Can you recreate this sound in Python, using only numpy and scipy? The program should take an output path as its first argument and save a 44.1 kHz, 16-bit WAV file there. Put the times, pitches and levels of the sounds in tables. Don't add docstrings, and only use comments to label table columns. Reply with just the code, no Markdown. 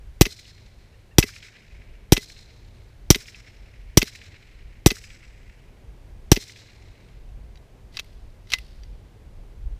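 import sys
import numpy as np
from scipy import signal
from scipy.fft import rfft, irfft, next_fast_len
from scipy.io import wavfile
from scipy.ndimage import map_coordinates

SR = 44100
rng = np.random.default_rng(int(sys.argv[2]) if len(sys.argv) > 2 else 0)


def pcm_store(signal):
    levels = np.round(np.clip(np.atleast_2d(signal), -1, 1) * 32767)
    wavfile.write(sys.argv[1], SR, levels.astype(np.int16).T)


N = 431738

# t/s, level/dB
BUFFET_LEVEL = [(0, -45.5), (2, -45), (4.7, -43), (6, -44), (7.5, -47), (8.4, -44.5), (9.1, -46),
                (9.79, -47)]
# f/Hz, level/dB
BUFFET_SPECTRUM = [(15, -3.5), (30, -2), (50, 1.5), (70, -7.5), (100, -17), (160, -37.5)]
# centre t/s, level/dB
GUSTS = [(1.76, -48), (1.91, -46), (3.868, -40.5), (7.23, -47), (7.41, -48), (8.871, -41), (8.98, -64),
         (9.32, -42), (9.67, -35.5), (9.79, -49)]
GUST_WIDTH_S = 0.053
LULL_DB, LULL_DEEPEST_S = -8.5, .22
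# t/s, level/dB
RUSH_LEVEL = [(0, -57.5), (2.5, -55), (5, -56.5), (6, -54), (9.8, -54)]
# f/Hz, level/dB
RUSH_SPECTRUM = [(65, -36), (110, -0.5), (181, -11), (215, -11), (275, -15.5), (395, -14), (1050, -25.5),
                 (1290, -31.5), (1400, -36), (1820, -66), (3080, -120)]
# f/Hz, level/dB
DRONE_SPECTRUM = [(25, -11.5), (45, -4.5), (70, -4), (97, 1.5), (125, -12), (170, -23.5)]
# f/Hz, level/dB
NEEDLE_SPECTRUM = [(710, -35), (1200, -6.5), (1650, -1), (1780, -5), (1940, -2), (14100, -20.5),
                   (15500, -24), (16400, -49.5)]

# hammer t/s, gas hiss level/dB; the wood's answer near 2 kHz, near 4 kHz and above 5 kHz level/dB,
# its narrow band f/Hz and level/dB; bolt stop f/Hz and treble level/dB; bolt return t/s after the hammer,
# its level/dB, f/Hz and frame ring level/dB; seating thud level/dB
SHOTS = [(0.2088, 0.044, -7.5, 3, -0.77, 4150, -2.5, 4120, 0, .0449, -1.5, 2410, 3.5, -23),
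         (1.182, 0.63, 0.5, 2, 0.4, 5200, -6, 5600, 4.5, 0.045, -0.5, 2620, 5, -22),
         (2.12, 1, -7.5, 3.5, 0, 4150, -2, 5760, 5, 0.046, 0.5, 3034, 3, -20.5),
         (3.1018, 0.76, -0.5, 1.5, 0.99, 5350, -1.5, 5600, -3, 0.044, 2, 2305, 1, -22.5),
         (3.9706, 0.47, 0, 2, -0.4, 4000, -5.5, 5490, -0.5, .0462, 3, 2650, -2, -16),
         (4.8594, 0.4, -1.5, -2, 0, 7850, -8, 7800, 7, .0447, 1.5, 2600, 3.5, -19.5),
         (6.315, 0.58, -3.5, 4, 1, 4100, -14, 5760, -2.5, 0.047, -4, 2560, -4, -18)]
# t/s after the hammer, f/Hz, t60/s, pressure (1 overloads the input)
THUMP_STAGES = [(.0021, 600, .025, .37), (.00387, 315, .015, 4.2), (.00661, 153, .0115, -2.7),
                (.00846, 33.2, .1, .326)]
# t/s after the hammer, level/dB, rise constant/s, t60/s
GAS_PUFFS = [(.0018, -3.5, .001, .022), (.009, -13, .0015, 0.036), (.012, -36, .005, .24)]
# f/Hz, density level/dB
GAS_SPECTRUM = [(710, -45), (1200, -12.5), (1580, -14), (3010, -4.5), (4770, -8.5), (5800, 2.5),
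                (6620, -10), (7800, -8), (8800, -15.5), (14600, -11), (16400, -33.5)]
# f/Hz, level/dB
NEAR_SPECTRUM = [(150, -9.5), (300, 1.5), (500, -4), (900, -9.5), (1400, -16)]

# f/Hz, level/dB, t60/s
STEEL_MODES = [(2028, -12, .09), (2100, -1, .025), (2600, 1, .025), (3150, -1, .025), (3900, -4, .025),
               (4650, -2, .02), (5750, 0, .025), (7790, -2, .03), (9500, -8, .02), (12700, -8, .025)]
# f/Hz, level/dB
KNOCK_SPECTRUM = [(300, -30.5), (500, -20), (900, -10.5), (1400, -8.5), (1900, -3), (2600, 1), (3400, -1.5),
                  (4800, -2.5), (6500, -8), (7500, -17)]
# f/Hz, level/dB
SNAP_SPECTRUM = [(5000, -25.5), (8000, -0.5), (13000, -0.5), (15300, -2.5)]
# t/s after the hammer, level/dB, treble level/dB,
# frame ring level/dB, struck f/Hz
BOLT_BACK = [(.0014, -10.5, -5.5, -7.5, 5900), (.0074, -20.5, -12.5, -7.5, 5624)]
STOP_S, STOP_DB, STOP_FRAME_DB = 0.0068, -19.5, -8
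# t/s after its return, level/dB, treble level/dB, frame ring level/dB,
# struck f as a share of the return's
BOLT_HOME = [(0, -22.5, -17.5, -6.5, 1), (.003, -21.5, -20.5, -9.5, .95), (.0105, -25.5, -9, -6, .8)]
# t/s, level/dB, treble level/dB, frame ring level/dB, struck f/Hz
HANDLING = [(7.086, -57, -17, -8, 2800), (7.29, -57, -23.5, -9.5, 2300), (7.556, -48, -21, -12.5, 4700),
            (7.573, -48, -19, -10, 4000), (7.945, -45, -25, 2, 2000), (7.97, -26, -19, -6, 4430),
            (7.99, -29, -25, -22, 2600), (7.995, -26, -14, -25, 3450), (8.044, -51, -2, -12, 2000),
            (8.471, -48, -22.5, -7, 1900), (8.502, -36, -14, -18.5, 4840), (8.519, -24.5, -14.5, -12, 3470),
            (8.527, -28, -14, -11, 4600), (8.5354, -12, -17, 0, 1900), (8.585, -37.5, -9.5, 0, 1980),
            (8.834, -44.5, -16.5, -5, 4900)]
SEAT_S, SEAT_HZ = .058, 294
# t/s, level/dB, f/Hz
HANDLING_THUDS = [(7.995, -45, 450), (8.537, -41, 440)]

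# f/Hz, level/dB
ANSWER_BANDS = [
    [(1000, -22.5), (1500, -7.5), (2200, 2), (2800, -4.5), (3500, -14)],
    [(2900, -16.5), (3600, -5.5), (4150, -1.5), (4600, -9.5), (5300, -17)],
    [(4200, -15), (5000, 2), (5600, -1), (6800, -6), (7800, -7), (9000, -20)],
    [(7500, -15), (9000, 2.5), (11500, -7.5), (13000, -4), (15300, -9)],
]
MIDDLE_DB, MIDDLE_LOSS = -54.5, 18
TREBLE_DB, TREBLE_LOSS = -53, 37
WASH_S, WASH_RISE_S = 0.06, .015
BAND_STEP = 0.032
# centre t/s after the shot, half width/s, middle level/dB, treble level/dB
STANDS = [(.107, 0.019, -53, -48), (0.182, 0.019, -61, -54), (.275, 0.025, -55.5, -60.5),
          (.38, 0.013, -56, -78), (.62, .2, -67, -84)]
# t/s after the shot, level/dB, f/Hz
TRUNKS = [(.108, -39, 1843), (.136, -62, 2420), (.155, -46.5, 2500), (.1805, -37, 2280), (0.22, -50, 2870),
          (0.244, -39.5, 2460), (0.301, -50.5, 2014), (0.346, -52, 2170), (0.371, -49, 2100),
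          (0.441, -58, 2220), (.555, -60.5, 2230), (.637, -53, 2220)]

# t/s, length/s, top f/Hz, level/dB
CHUCKS = [(.775, 0.026, 885, -68), (0.93, .028, 925, -62), (1.107, .03, 930, -60)]
CHUCK_DROOP = .13
# t/s, length/s, from f/Hz, to f/Hz, level/dB
PEEPS = [(2.72, 0.082, 8650, 8580, -77), (7.01, .09, 8500, 8600, -76.5)]
# full from t/s, held/s, level/dB
STROKES = [(7.945, .025, -55), (8.51, 0.033, -50)]
STROKE_RISE, STROKE_FALL = 700, 630
SETTLE_DB, SETTLE_FALL = -6.5, 42
# f/Hz, level/dB
SLIDE_SPECTRUM = [(500, -16), (1200, -7), (2200, -1.5), (3600, 2), (4800, 2.5), (6500, -9.5), (15000, -21)]
TOP_HZ = 16575


def amp(db):
    return 10 ** (np.asarray(db) / 20)


def unit(x):
    return x / np.sqrt(np.mean(x ** 2) + 1e-20)


def clock(seconds):
    return np.arange(round(seconds * SR)) / SR


def add(track, s, sound):
    part = track[round(s * SR):][:len(sound)]
    part += sound[:len(part)]


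def noise(spectrum, size):
    f, db = np.transpose(spectrum)
    m = next_fast_len(size)
    hz = np.fft.rfftfreq(m, 1 / SR) + 1
    gain = amp(np.interp(np.log(hz), np.log(f), db, left=-120, right=-120))
    white = rng.standard_normal(m)
    return unit(irfft(rfft(white) * gain, m)[:size])


def ring(t, hz, t60):
    t = np.maximum(t, 0)
    return np.sin(2 * np.pi * hz * t) * amp(-60 * t / t60)


def rise(t, constant):
    return 1 - np.exp(-np.maximum(t, 0) / constant)


def wobble(rate, size):
    knots = rng.standard_normal(size // 16)
    return map_coordinates(knots, [np.arange(size) * rate / SR])


def level(rows, t):
    rows = np.array(rows)
    return amp(np.interp(t, rows[:, 0], rows[:, 1], left=-120, right=-120))


def swell(t, width, edge=2.5):
    return np.exp(-.5 * np.abs(t / width) ** edge)


def wind():
    t = np.arange(N) / SR
    after = np.maximum(t - np.array(SHOTS)[:, :1], 0) / LULL_DEEPEST_S
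    lull_db = LULL_DB * (after * np.exp(1 - after)).sum(axis=0)
    strength = level(BUFFET_LEVEL, t) * amp(lull_db + 2.5 * wobble(9, N))
    strength += sum(amp(db) * swell(t - s, GUST_WIDTH_S) for s, db in GUSTS)
    return strength * unit(amp(1.6 * wobble(12, N)) * noise(BUFFET_SPECTRUM, N))


def far_air():
    t = np.arange(N) / SR
    drift_db = 0.51 * wobble(3.3, N) + 0.68 * wobble(16, N)
    rush = level(RUSH_LEVEL, t) * amp(drift_db) * noise(RUSH_SPECTRUM, N)
    drone = amp(-53.5 + 2.5 * wobble(5.4, N)) * noise(DRONE_SPECTRUM, N)
    needles = amp(-65.5 + 0.7 * wobble(0.83, N)) * noise(NEEDLE_SPECTRUM, N)
    return rush + drone + needles


def shots():
    out, t = np.zeros(N), clock(.2)
    thump = sum(pressure * ring(t - s, hz, t60) for s, hz, t60, pressure in THUMP_STAGES)
    thump += amp(-30.5) * ring(t - .052, 410, 0.079)
    puffs = sum(amp(db - 60 * (t - s) / t60) * rise(t - s, rise_s)
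                for s, db, rise_s, t60 in GAS_PUFFS)
    scatter = amp(-33 - 60 * t / 0.1) * rise(t, .004)
    for s, hiss_db, *_ in SHOTS:
        add(out, s + .01, scatter * noise(NEAR_SPECTRUM, len(t)))
        spit = amp(4.5 * wobble(700, len(t)))
        hiss = amp(hiss_db) * puffs * spit * noise(GAS_SPECTRUM, len(t))
        add(out, s, thump * amp(rng.normal(0, 0.23)) + hiss)
    return out


def contacts():
    rows = []
    for s, *_, stop_hz, stop_treble_db, home_s, home_db, home_hz, home_frame_db, _ in SHOTS:
        rows += [(s + lag, *rest) for lag, *rest in BOLT_BACK]
        rows.append((s + STOP_S, STOP_DB, stop_treble_db, STOP_FRAME_DB, stop_hz))
        rows += [(s + home_s + lag, db + home_db, treble_db, frame_db + home_frame_db, share * home_hz)
                 for lag, db, treble_db, frame_db, share in BOLT_HOME]
    return rows + HANDLING


def clatter_and_ring():
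    out, t = np.zeros(N), clock(.15)
    hz, mode_db, t60 = np.transpose(STEEL_MODES)[:, :, None]
    attack = rise(t, .0005)
    dying = amp(-60 * t / 0.014) + .5 * amp(-60 * t / 0.038)
    for s, db, treble_db, frame_db, struck_hz in contacts():
        clatter = noise(KNOCK_SPECTRUM, len(t)) + amp(treble_db) * noise(SNAP_SPECTRUM, len(t))
        clatter *= dying * amp(2 * wobble(610, len(t)))
        clatter *= amp(-7 * (db < -44))
        level_chance, pitch_chance = rng.standard_normal((2, len(STEEL_MODES), 1))
        struck_db = mode_db + 2 * level_chance
        struck_db += 0.72 * treble_db * (hz > 7000)
        struck_db -= np.minimum(30 * np.abs(np.log2(hz / struck_hz)), 14)
        struck_db[0] = mode_db[0] + frame_db
        modes = amp(struck_db) * ring(t, hz * (1 + 0.0031 * pitch_chance), t60)
        add(out, s, amp(db) * attack * (clatter + amp(3.5) * modes.sum(axis=0)))
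    return out


def thud(t, hz):
    return ring(t, hz, 0.011) * rise(t, 0.0021)


def thuds():
    out, t = np.zeros(N), clock(.15)
    seatings = [(row[0] + SEAT_S, row[-1], SEAT_HZ) for row in SHOTS]
    for s, db, hz in seatings + HANDLING_THUDS:
        both = thud(t, hz) + amp(-10) * thud(t - .0048, hz)
        add(out, s, -amp(db + 15) * both)
    return out


def wash_envelope(t, db, loss, stand_column):
    wash = rise(t - WASH_S, WASH_RISE_S) * amp(db - loss * t)
    stands = sum(amp(row[stand_column]) * swell(t - row[0], row[1], edge=2.85) for row in STANDS)
    return wash + stands


def crowns():
    out, t = np.zeros(N), clock(1.5)
    middle = wash_envelope(t, MIDDLE_DB, MIDDLE_LOSS, 2)
    treble = wash_envelope(t, TREBLE_DB, TREBLE_LOSS, 3)
    between = np.sqrt(middle * treble)
    for s, _, mid_db, upper_db, treble_db, band_hz, band_db, *_ in SHOTS:
        grain = amp(2.3 * wobble(150, len(t)))
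        rush = amp(mid_db) * middle * noise(ANSWER_BANDS[0], len(t))
        rush += amp(upper_db - 3 - 4 * t) * between * noise(ANSWER_BANDS[1], len(t))
        rush += amp(treble_db) * treble * noise(ANSWER_BANDS[2], len(t))
        rush += amp(treble_db - 7.5 - 27 * t) * treble * noise(ANSWER_BANDS[3], len(t))
        band = [(band_hz * (1 + k * BAND_STEP), -7 * abs(k)) for k in range(-3, 4)]
        rush += amp(band_db - 14 * t) * between * noise(band, len(t))
        add(out, s, grain * rush)
    return out


def trunks():
    out, t = np.zeros(N), clock(.04)
    envelope = amp(-60 * t / .032) * rise(t, .0006)
    for s, _, mid_db, *_ in SHOTS:
        for lag, db, hz in TRUNKS:
            colour = [(hz / 2, -20), (hz * 0.83, -3), (hz, 0), (hz * 1.35, -7), (hz * 2.2, -24)]
            smack = noise(colour, len(t)) * envelope
            add(out, s + lag, amp(db + mid_db + 3.0 + rng.normal(0, 1)) * smack)
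    return out


def far_bird():
    out = np.zeros(N)
    for s, length, top_hz, db in CHUCKS:
        u = np.linspace(-1, 1, round(length * SR))
        phase = 2 * np.pi * np.cumsum(top_hz * (1 - CHUCK_DROOP * u ** 2)) / SR
        tone = np.sin(2 * phase) + amp(-2) * np.sin(3 * phase)
        add(out, s, amp(db) * np.sqrt(np.abs(1 - u ** 2)) * tone)
    return out


def peeps():
    out = np.zeros(N)
    for s, length, from_hz, to_hz, db in PEEPS:
        u = np.linspace(0, 1, round(length * SR))
        phase = 2 * np.pi * np.cumsum(from_hz + (to_hz - from_hz) * u) / SR
        envelope = np.abs(np.sin(np.pi * u)) ** .5
        add(out, s, amp(db) * envelope * np.sin(phase))
    return out


def strokes():
    t = np.arange(N) / SR
    strength = np.zeros(N)
    for s, held, db in STROKES:
        after = np.maximum(t - s - held, 0)
        fall = amp(-STROKE_FALL * after) + amp(SETTLE_DB - SETTLE_FALL * after)
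        strength += amp(db - STROKE_RISE * np.maximum(s - t, 0)) * fall
    return strength * amp(2.7 * wobble(230, N)) * noise(SLIDE_SPECTRUM, N)


def scene():
    air = wind() + far_air()
    pistol = shots() + clatter_and_ring() + thuds() + strokes()
    wood = crowns() + trunks()
    birds = far_bird() + peeps()
    return (air + pistol + wood + birds)[None]


def record(dry):
    t = clock(1.8)
    memory = np.exp(-t / 0.52) * rise(t, 0.066)
    overloads = 1. * (abs(dry[0]) > 1)
    load = signal.fftconvolve(overloads, memory)[:N] / (0.0051 * SR)
    x = dry * amp(-4.5 * np.tanh(np.abs(load)))
    x = x / (1 + np.abs(x / .95) ** 9) ** (1 / 9)
    m = next_fast_len(N + 4096)
    hz = np.fft.rfftfreq(m, 1 / SR)
    shelf = amp(-22 * np.clip((hz - 15100) / 400, 0, 1))
    return irfft(rfft(x, m) * shelf * (hz < TOP_HZ), m)[:, :N]


dry = scene()
out = record(dry)
pcm_store(out)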